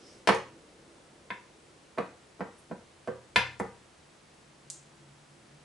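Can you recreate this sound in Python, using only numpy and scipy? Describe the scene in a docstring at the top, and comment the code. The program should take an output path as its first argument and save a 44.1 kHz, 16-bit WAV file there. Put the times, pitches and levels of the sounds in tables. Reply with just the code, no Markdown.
"""After a faint rub of skin, a plastic ink-pad case clatters onto a wooden craft table in a small room.
An acrylic stamp block is tapped on the pad, close to a pair of microphones: blows on the felt thud
through case and table, blows on the rim make the block clack. Fingernails tick on the acrylic and the
ink lets go with a faint fizz. Under the room's hiss, something passes far outside at the start,
and a low, distant drone swells near the end."""
import sys
import numpy as np
from scipy import signal
from scipy.fft import rfft, irfft
from scipy.io import wavfile
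from scipy.ndimage import uniform_filter1d

SR = 44100
rng = np.random.default_rng(int(sys.argv[2]) if len(sys.argv) > 2 else 0)


def master_out(mix):
    """Clip the mix to full scale and print it as 16-bit PCM to the path in sys.argv[1]."""
    frames = np.transpose(np.atleast_2d(mix))
    ceiling = np.clip(frames, -1, 1)
    pcm = np.round(ceiling * 32767).astype(np.int16)
    wavfile.write(sys.argv[1], SR, pcm)


N = 248724
RING_TIME = np.arange(int(.7 * SR)) / SR  # seconds since a contact

# Knocks of case and block: (time [s], force [dB], hardness [Hz], place [0 felt to 1 rim],
BLOWS = [(0.2736, -22, 6740, 0.38, -3, None, 4.5), (0.2889, -19.5, 4300, 0.19, 3, None, -2),
         (0.3024, -36, 2700, 0.035, 17, None, 6), (1.3034, -40.3, 2130, 1, -3, None, 0.5),
         (1.9839, -27.5, 1885, 0.12, 6.5, 0.0079, 1), (2.407, -31, 1400, 0.00047, 3.5, .012, 1),
         (2.7126, -32.5, 825, 0.24, -4, .0136, 0.5), (3.0749, -34, 1250, 0.24, 10, None, -1),
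         (3.0827, -37.5, 1290, 0.1, 11, None, 1.5), (3.3593, -26.5, 7000, .98, 1, None, 1.5),
         (3.5992, -27.5, 1520, 0.11, 4.5, None, 0.5)]
# Nails and plastic corners: (time [s], level [dB], t60 [s], low edge [Hz], left over right [dB])
TICKS = [(0.347, -30.5, 0.01, 1200, 2), (3.0742, -44.5, 0.011, 900, 0), (3.595, -38.5, 0.032, 4500, 1),
         (4.345, -58, 0.021, 3000, 0), (4.7012, -19, 0.0015, 500, 0), (4.7027, -27.5, .006, 7000, 4),
         (4.953, -55, .02, 2200, 6)]
# Sliding skin and tacky ink: (time [s], length [s], level [dB], centre [Hz], width [Hz])
RUBS = [(-.06, .28, -65, 5250, 900), (-.1, .4, -66, 3500, 9000), (2.565, .05, -65, 9800, 3000)]
# Modes of the things on the table and of the table itself: (frequency [Hz], level [dB], t60 [s])
TABLE_MODES = [(155.5, -8.5, 0.12), (188.2, -1.5, 0.11), (210, 0, 0.064), (266, 0, 0.044),
               (321, -11, 0.068)]
BOOM_MODES = [(58.75, -7, 0.33), (86.6, -4.5, 0.68), (122.4, -3.5, 0.6)]  # the table top's deep ring
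HOLLOW_MODES = [(374.2, -16, 0.21), (457.6, -9.5, 0.17), (486.3, -8, 0.099), (522.6, -8.5, 0.18),
                (553.4, -14, 0.16)]  # the hollow of the case
CASE_MODES = [(477, 1, 0.031), (721.6, -5.5, 0.062), (797, -2.5, 0.044), (969, -2.5, 0.05),
              (1025, -17, 0.11), (1209, -6, 0.039), (1354, -26.5, 0.057), (1564, -13, 0.11),
              (1786, -11.5, 0.058), (2040, -1, 0.01)]
BLOCK_MODES = [(952, -2, 0.057), (1027, -5.5, 0.055), (1385, -11, 0.042), (1637, -10, 0.058),
               (1768, -14, 0.11), (1802, -12, 0.084), (2098, 0.5, 0.023), (2480, -6, 0.024),
               (2663, -6, 0.029), (3074, -11, 0.023), (3510, -2.5, 0.014), (3984, -13.5, 0.034),
               (4010, -10.5, 0.04), (4533, -10, 0.016), (4740, -20, .04), (5080, -16.5, 0.058),
               (5820, -25, 0.029), (6040, -17, 0.036), (7000, -18.5, 0.017)]
# Spectra of the brief crack of a contact: (frequency [Hz], level [dB])
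CASE_CRACK = [(80, -22), (250, 1.5), (700, 7), (1400, 10), (2500, 2), (5000, -0.5), (11000, -13)]
BLOCK_CRACK = [(100, -21), (900, -22), (1250, -2), (2200, 4.5), (4000, -4), (7000, -15), (11000, -5)]
TICK_CRACK = [(300, -29), (1200, -14), (3000, -11.5), (5200, -5.5), (6600, -1.5), (8200, -3), (9500, -1),
              (11000, -6)]
# Echoes off surfaces near the microphones: (delay [s], left gain [ratio], right gain [ratio])
ECHOES = [(.00287, 0.48, 0.3), (.0046, 0.19, 1), (.0091, 0.32, .05), (0.0099, 0.066, .25),
          (0.0181, 0.15, .2)]
# Decay of the room's tail: (frequency [Hz], t60 [s])
ROOM_T60 = [(100, 0.49), (250, 0.26), (600, 0.32), (1000, 0.36), (1700, 0.35), (4000, 0.36), (8000, 0.36),
            (11000, 0.18)]
# Spectra of the room's tail and of its hiss: (frequency [Hz], relative level [dB])
ROOM_COLOUR = [(80, -30), (200, -6), (450, -3.5), (900, -0.5), (1800, 2), (4000, 0.5), (10000, 0.5)]
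HISS_COLOUR = [(15, -30), (25, -19), (81, -4.5), (107, -10.5), (145, -2.5), (178, -5), (288, -7.5),
               (336, -3.5), (372, -7.5), (433, -6.5), (468, -10.5), (518, -7), (1080, -11), (7700, -22),
               (11000, -26.5), (14300, -126), (22000, -120)]
# How alike tail and hiss reach the two microphones: (frequency [Hz], likeness [0 to 1])
ROOM_LIKENESS = [(100, 1), (500, 0.98), (1000, 0.85), (2000, 0.62), (5000, 0.83), (11000, 0.59)]
HISS_LIKENESS = [(50, 1), (200, 0.86), (600, 0.24), (1500, 0.38), (4000, 0.53), (11000, 0.68)]
# Faint tones in the room: (frequency [Hz], level [dB])
TONES = [(338, -72), (7815, -83.5), (8791, -84)]


def amp(db):
    """Decibels to gain."""
    return 10 ** (np.asarray(db) / 20)


def unit(x):
    """Scales to rms 1."""
    return x / np.sqrt(np.mean(x ** 2) + 1e-20)


def read(points, hz):
    """Reads a table on a log-frequency axis."""
    f, value = np.transpose(points)
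    return np.interp(np.log(hz + 1), np.log(f + 1), value)


def freqs(n):
    """The frequencies of an n-sample spectrum."""
    return np.fft.rfftfreq(n, 1 / SR)


def add(mix, s, sound, pan_db=0):
    """Places a two-channel sound at time s, pan_db louder on the left."""
    start = round(s * SR)
    sound = sound[:, max(-start, 0):]
    part = mix[:, max(start, 0):][:, :sound.shape[1]]
    part += amp([[pan_db / 2], [-pan_db / 2]]) * sound[:, :part.shape[1]]


def colour(x, points, size=4096):
    """Causal filter with the given spectrum, so that attacks stay sharp."""
    log_gain = np.log(amp(read(points, abs(np.fft.fftfreq(size, 1 / SR)))))
    taps = np.fft.ifft(np.exp(np.conj(signal.hilbert(log_gain)))).real
    return signal.fftconvolve(x, taps[:size // 2])[:len(x)]


def band(n, hz, width_hz):
    """Noise in one resonance."""
    detuning = (freqs(n) - hz) / width_hz * 2
    return unit(irfft(rfft(rng.standard_normal(n)) / np.sqrt(1 + detuning ** 4), n))


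def noise_pair(likeness, n):
    """Spectra of two white noises, as alike as at two closely spaced microphones."""
    mid, side = rfft(rng.standard_normal((2, n)))
    same = np.clip(read(likeness, freqs(n)), 0, 1)
    mid, side = mid * np.sqrt((1 + same) / 2), side * np.sqrt((1 - same) / 2)
    return np.array([mid + side, mid - side])


def decay(t, t60):
    """A fall of 60 dB in t60 seconds."""
    return np.exp(-np.log(1000) * t / np.maximum(t60, 1e-4))


def ring(modes):
    """The sum of an object's dying modes; neighbours start in opposite directions."""
    return sum((-1) ** k * amp(db) * decay(RING_TIME, t60) * np.sin(2 * np.pi * hz * RING_TIME)
               for k, (hz, db, t60) in enumerate(modes))


def crack(spectrum, t60, snap):
    """A first sharp push, sized by snap, then many heavily damped modes heard as one short burst."""
    burst = rng.standard_normal(len(RING_TIME)) * decay(RING_TIME, t60)
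    burst[0] -= snap * np.linalg.norm(burst)
    return colour(burst, spectrum) / np.hypot(1, snap)


def room_tone(hiss_db=-58.5):
    """Steady hiss all around the microphones, with faint narrow tones in the centre."""
    hiss = irfft(noise_pair(HISS_LIKENESS, N) * amp(read(HISS_COLOUR, freqs(N))), N)
    tones = sum(amp(db) * band(N, hz, width_hz=4.6) for hz, db in TONES)
    return amp(hiss_db) * unit(hiss) + tones


def passing_roar(nearest_db=-59, nearest_s=0.37, pass_s=0.63):
    """Something passes far outside; its soft roar fades with distance."""
    distance = np.hypot(1, (np.arange(N) / SR - nearest_s) / pass_s)  # 1 when nearest
    return amp(nearest_db) / distance * band(N, hz=400, width_hz=300)


def distant_drone(full_db=-63.5, swell_db=18, start_s=3.62, rise_s=0.98):
    """A low, far-off drone with one overtone swells from faint to full and holds."""
    risen = np.clip((np.arange(N) / SR - start_s) / rise_s, 0, 1)
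    drone = band(N, hz=143, width_hz=16) + amp(-9) * band(N, hz=219, width_hz=16)
    return amp(full_db - swell_db * (1 - risen)) * drone


def room(x, onset_s=0.0054, build_s=0.0031):
    """The small room from close up: direct sound, near echoes, then a diffuse tail that dies by band."""
    n = len(RING_TIME)
    noise = irfft(noise_pair(ROOM_LIKENESS, n), n)  # a fresh tail for each contact, as the hands move
    hz, t, bands = signal.stft(noise, SR, nperseg=256)
    _, dying = signal.istft(bands * decay(t, read(ROOM_T60, hz)[:, None]), SR, nperseg=256)
    spectrum = rfft(dying[:, :n])
    power = (abs(spectrum) ** 2).mean(0)
    smooth_power = uniform_filter1d(uniform_filter1d(power, size=32), size=32)
    tail = irfft(spectrum / np.sqrt(smooth_power) * amp(read(ROOM_COLOUR, freqs(n))), n)
    response = tail * np.clip((RING_TIME - onset_s) / build_s, 0, 1) * np.hanning(2 * n)[n:]
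    response[:, 0] += 1  # the direct path
    for delay, left, right in ECHOES:
        response[:, round(delay * SR)] += left, right
    return signal.fftconvolve(x[None], response, axes=1)


def close_pair(x, alike_hz=260, side_db=1):
    """Two closely spaced microphones hear the long waves of the bass alike."""
    mid, side = (x[0] + x[1]) / 2, (x[0] - x[1]) / 2
    hz = freqs(N)
    side = amp(side_db) * irfft(rfft(side) * hz / np.hypot(hz, alike_hz), N)
    return np.array([mid + side, mid - side])


def rubs():
    """Skin slides on acrylic and tacky ink lets go: soft swells of high noise."""
    out = np.zeros((2, N))
    for s, length_s, db, hz, width_hz in RUBS:
        n = int(length_s * SR)
        add(out, s, room(amp(db) * band(n, hz, width_hz) * np.hanning(n)))
    return out


def ticks():
    """Nails and plastic corners tick brightly; the smaller the contact, the thinner its tick."""
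    out = np.zeros((2, N))
    for s, db, t60, lowest_hz, pan_db in TICKS:
        thin = signal.butter(2, lowest_hz, "high", fs=SR)
        tick = signal.lfilter(*thin, crack(TICK_CRACK, t60, snap=0.19))
        add(out, s, room(amp(db) * tick), pan_db)
    return out


def table_thud(softness, rim, lean_db):
    """The wood thuds more under a soft contact; a rim blow or a leaning hand makes the top boom more."""
    thud = amp(-3.5 + 1.8 * softness) * ring(TABLE_MODES)
    boom = amp(-21 + 6.5 * rim + lean_db) * ring(BOOM_MODES)
    return thud + boom


def case_knock(hollow_db, fill_s=0.0077):
    """The plastic case cracks and rings; its hollow takes a few cycles to fill."""
    shell = ring(CASE_MODES) + amp(5.5) * crack(CASE_CRACK, t60=0.024, snap=0.6)
    hollow = ring(HOLLOW_MODES) * (1 - np.exp(-RING_TIME / fill_s))
    return shell + amp(hollow_db) * hollow


def block_clack(rim, felt_db=-12.5, rim_boost_db=24.5, cross_s=0.00042):
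    """The acrylic block rings faintly on the felt and loudly on the rim, which does not cushion it."""
    crossing = 1 - np.exp(-RING_TIME / cross_s)  # bending waves must first cross the block
    acrylic = ring(BLOCK_MODES) + amp(0.5) * crack(BLOCK_CRACK, t60=0.044, snap=0.35)
    return amp(felt_db + rim_boost_db * rim) * crossing * acrylic


def blow(force_db, hard_hz, rim, hollow_db, lean_db, bare_hz=6520):
    """One contact shakes table, case and block; the harder it is, the more it ticks."""
    softness = np.log2(bare_hz / hard_hz)  # octaves below bare plastic
    bodies = table_thud(softness, rim, lean_db) + case_knock(hollow_db) + block_clack(rim)
    tick = amp(-4 - 7.5 * softness) * crack(TICK_CRACK, t60=0.013, snap=0.14)
    cushion = signal.butter(2, hard_hz, fs=SR)  # soft felt lengthens the push and dulls all three
    radiate = signal.butter(2, 85, "high", fs=SR)  # small things give off little bass
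    knock = signal.lfilter(*radiate, signal.lfilter(*cushion, bodies))
    return amp(force_db) * (knock + tick)


def blows(lean_from_s=2.9, lean_boom_db=8, rock_s=.0061):
    """Close by, the case is set down and the block taps; if tilted, it lands on one edge first."""
    out = np.zeros((2, N))
    for s, force_db, hard_hz, rim, hollow_db, lead_s, pan_db in BLOWS:
        lean_db = lean_boom_db * (s > lean_from_s)  # the hand leans into the last presses
        add(out, s, room(blow(force_db, hard_hz, rim, hollow_db, lean_db)), pan_db)
        if lead_s is not None:
            edge_hz = hard_hz * min(rock_s / lead_s, 1) ** 2  # the slower it rocks, the softer the touch
            touch = blow(force_db - 5.5, edge_hz, rim=0, hollow_db=-18, lean_db=lean_db)
            add(out, s - lead_s, room(touch), pan_db=-1.5)
    return out


def scene():
    """Stamping and handling close to the microphones, the room and the far outside behind them."""
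    foreground = close_pair(blows()) + ticks() + rubs()
    return foreground + room_tone() + passing_roar() + distant_drone()


def record(dry, edge_hz=11250):
    """The recorder's band limit cuts off the top treble."""
    lowpass = signal.firwin(401, edge_hz, window=("kaiser", 8), fs=SR)
    return signal.oaconvolve(dry, lowpass[None], "same")


dry = scene()
out = record(dry)
master_out(out)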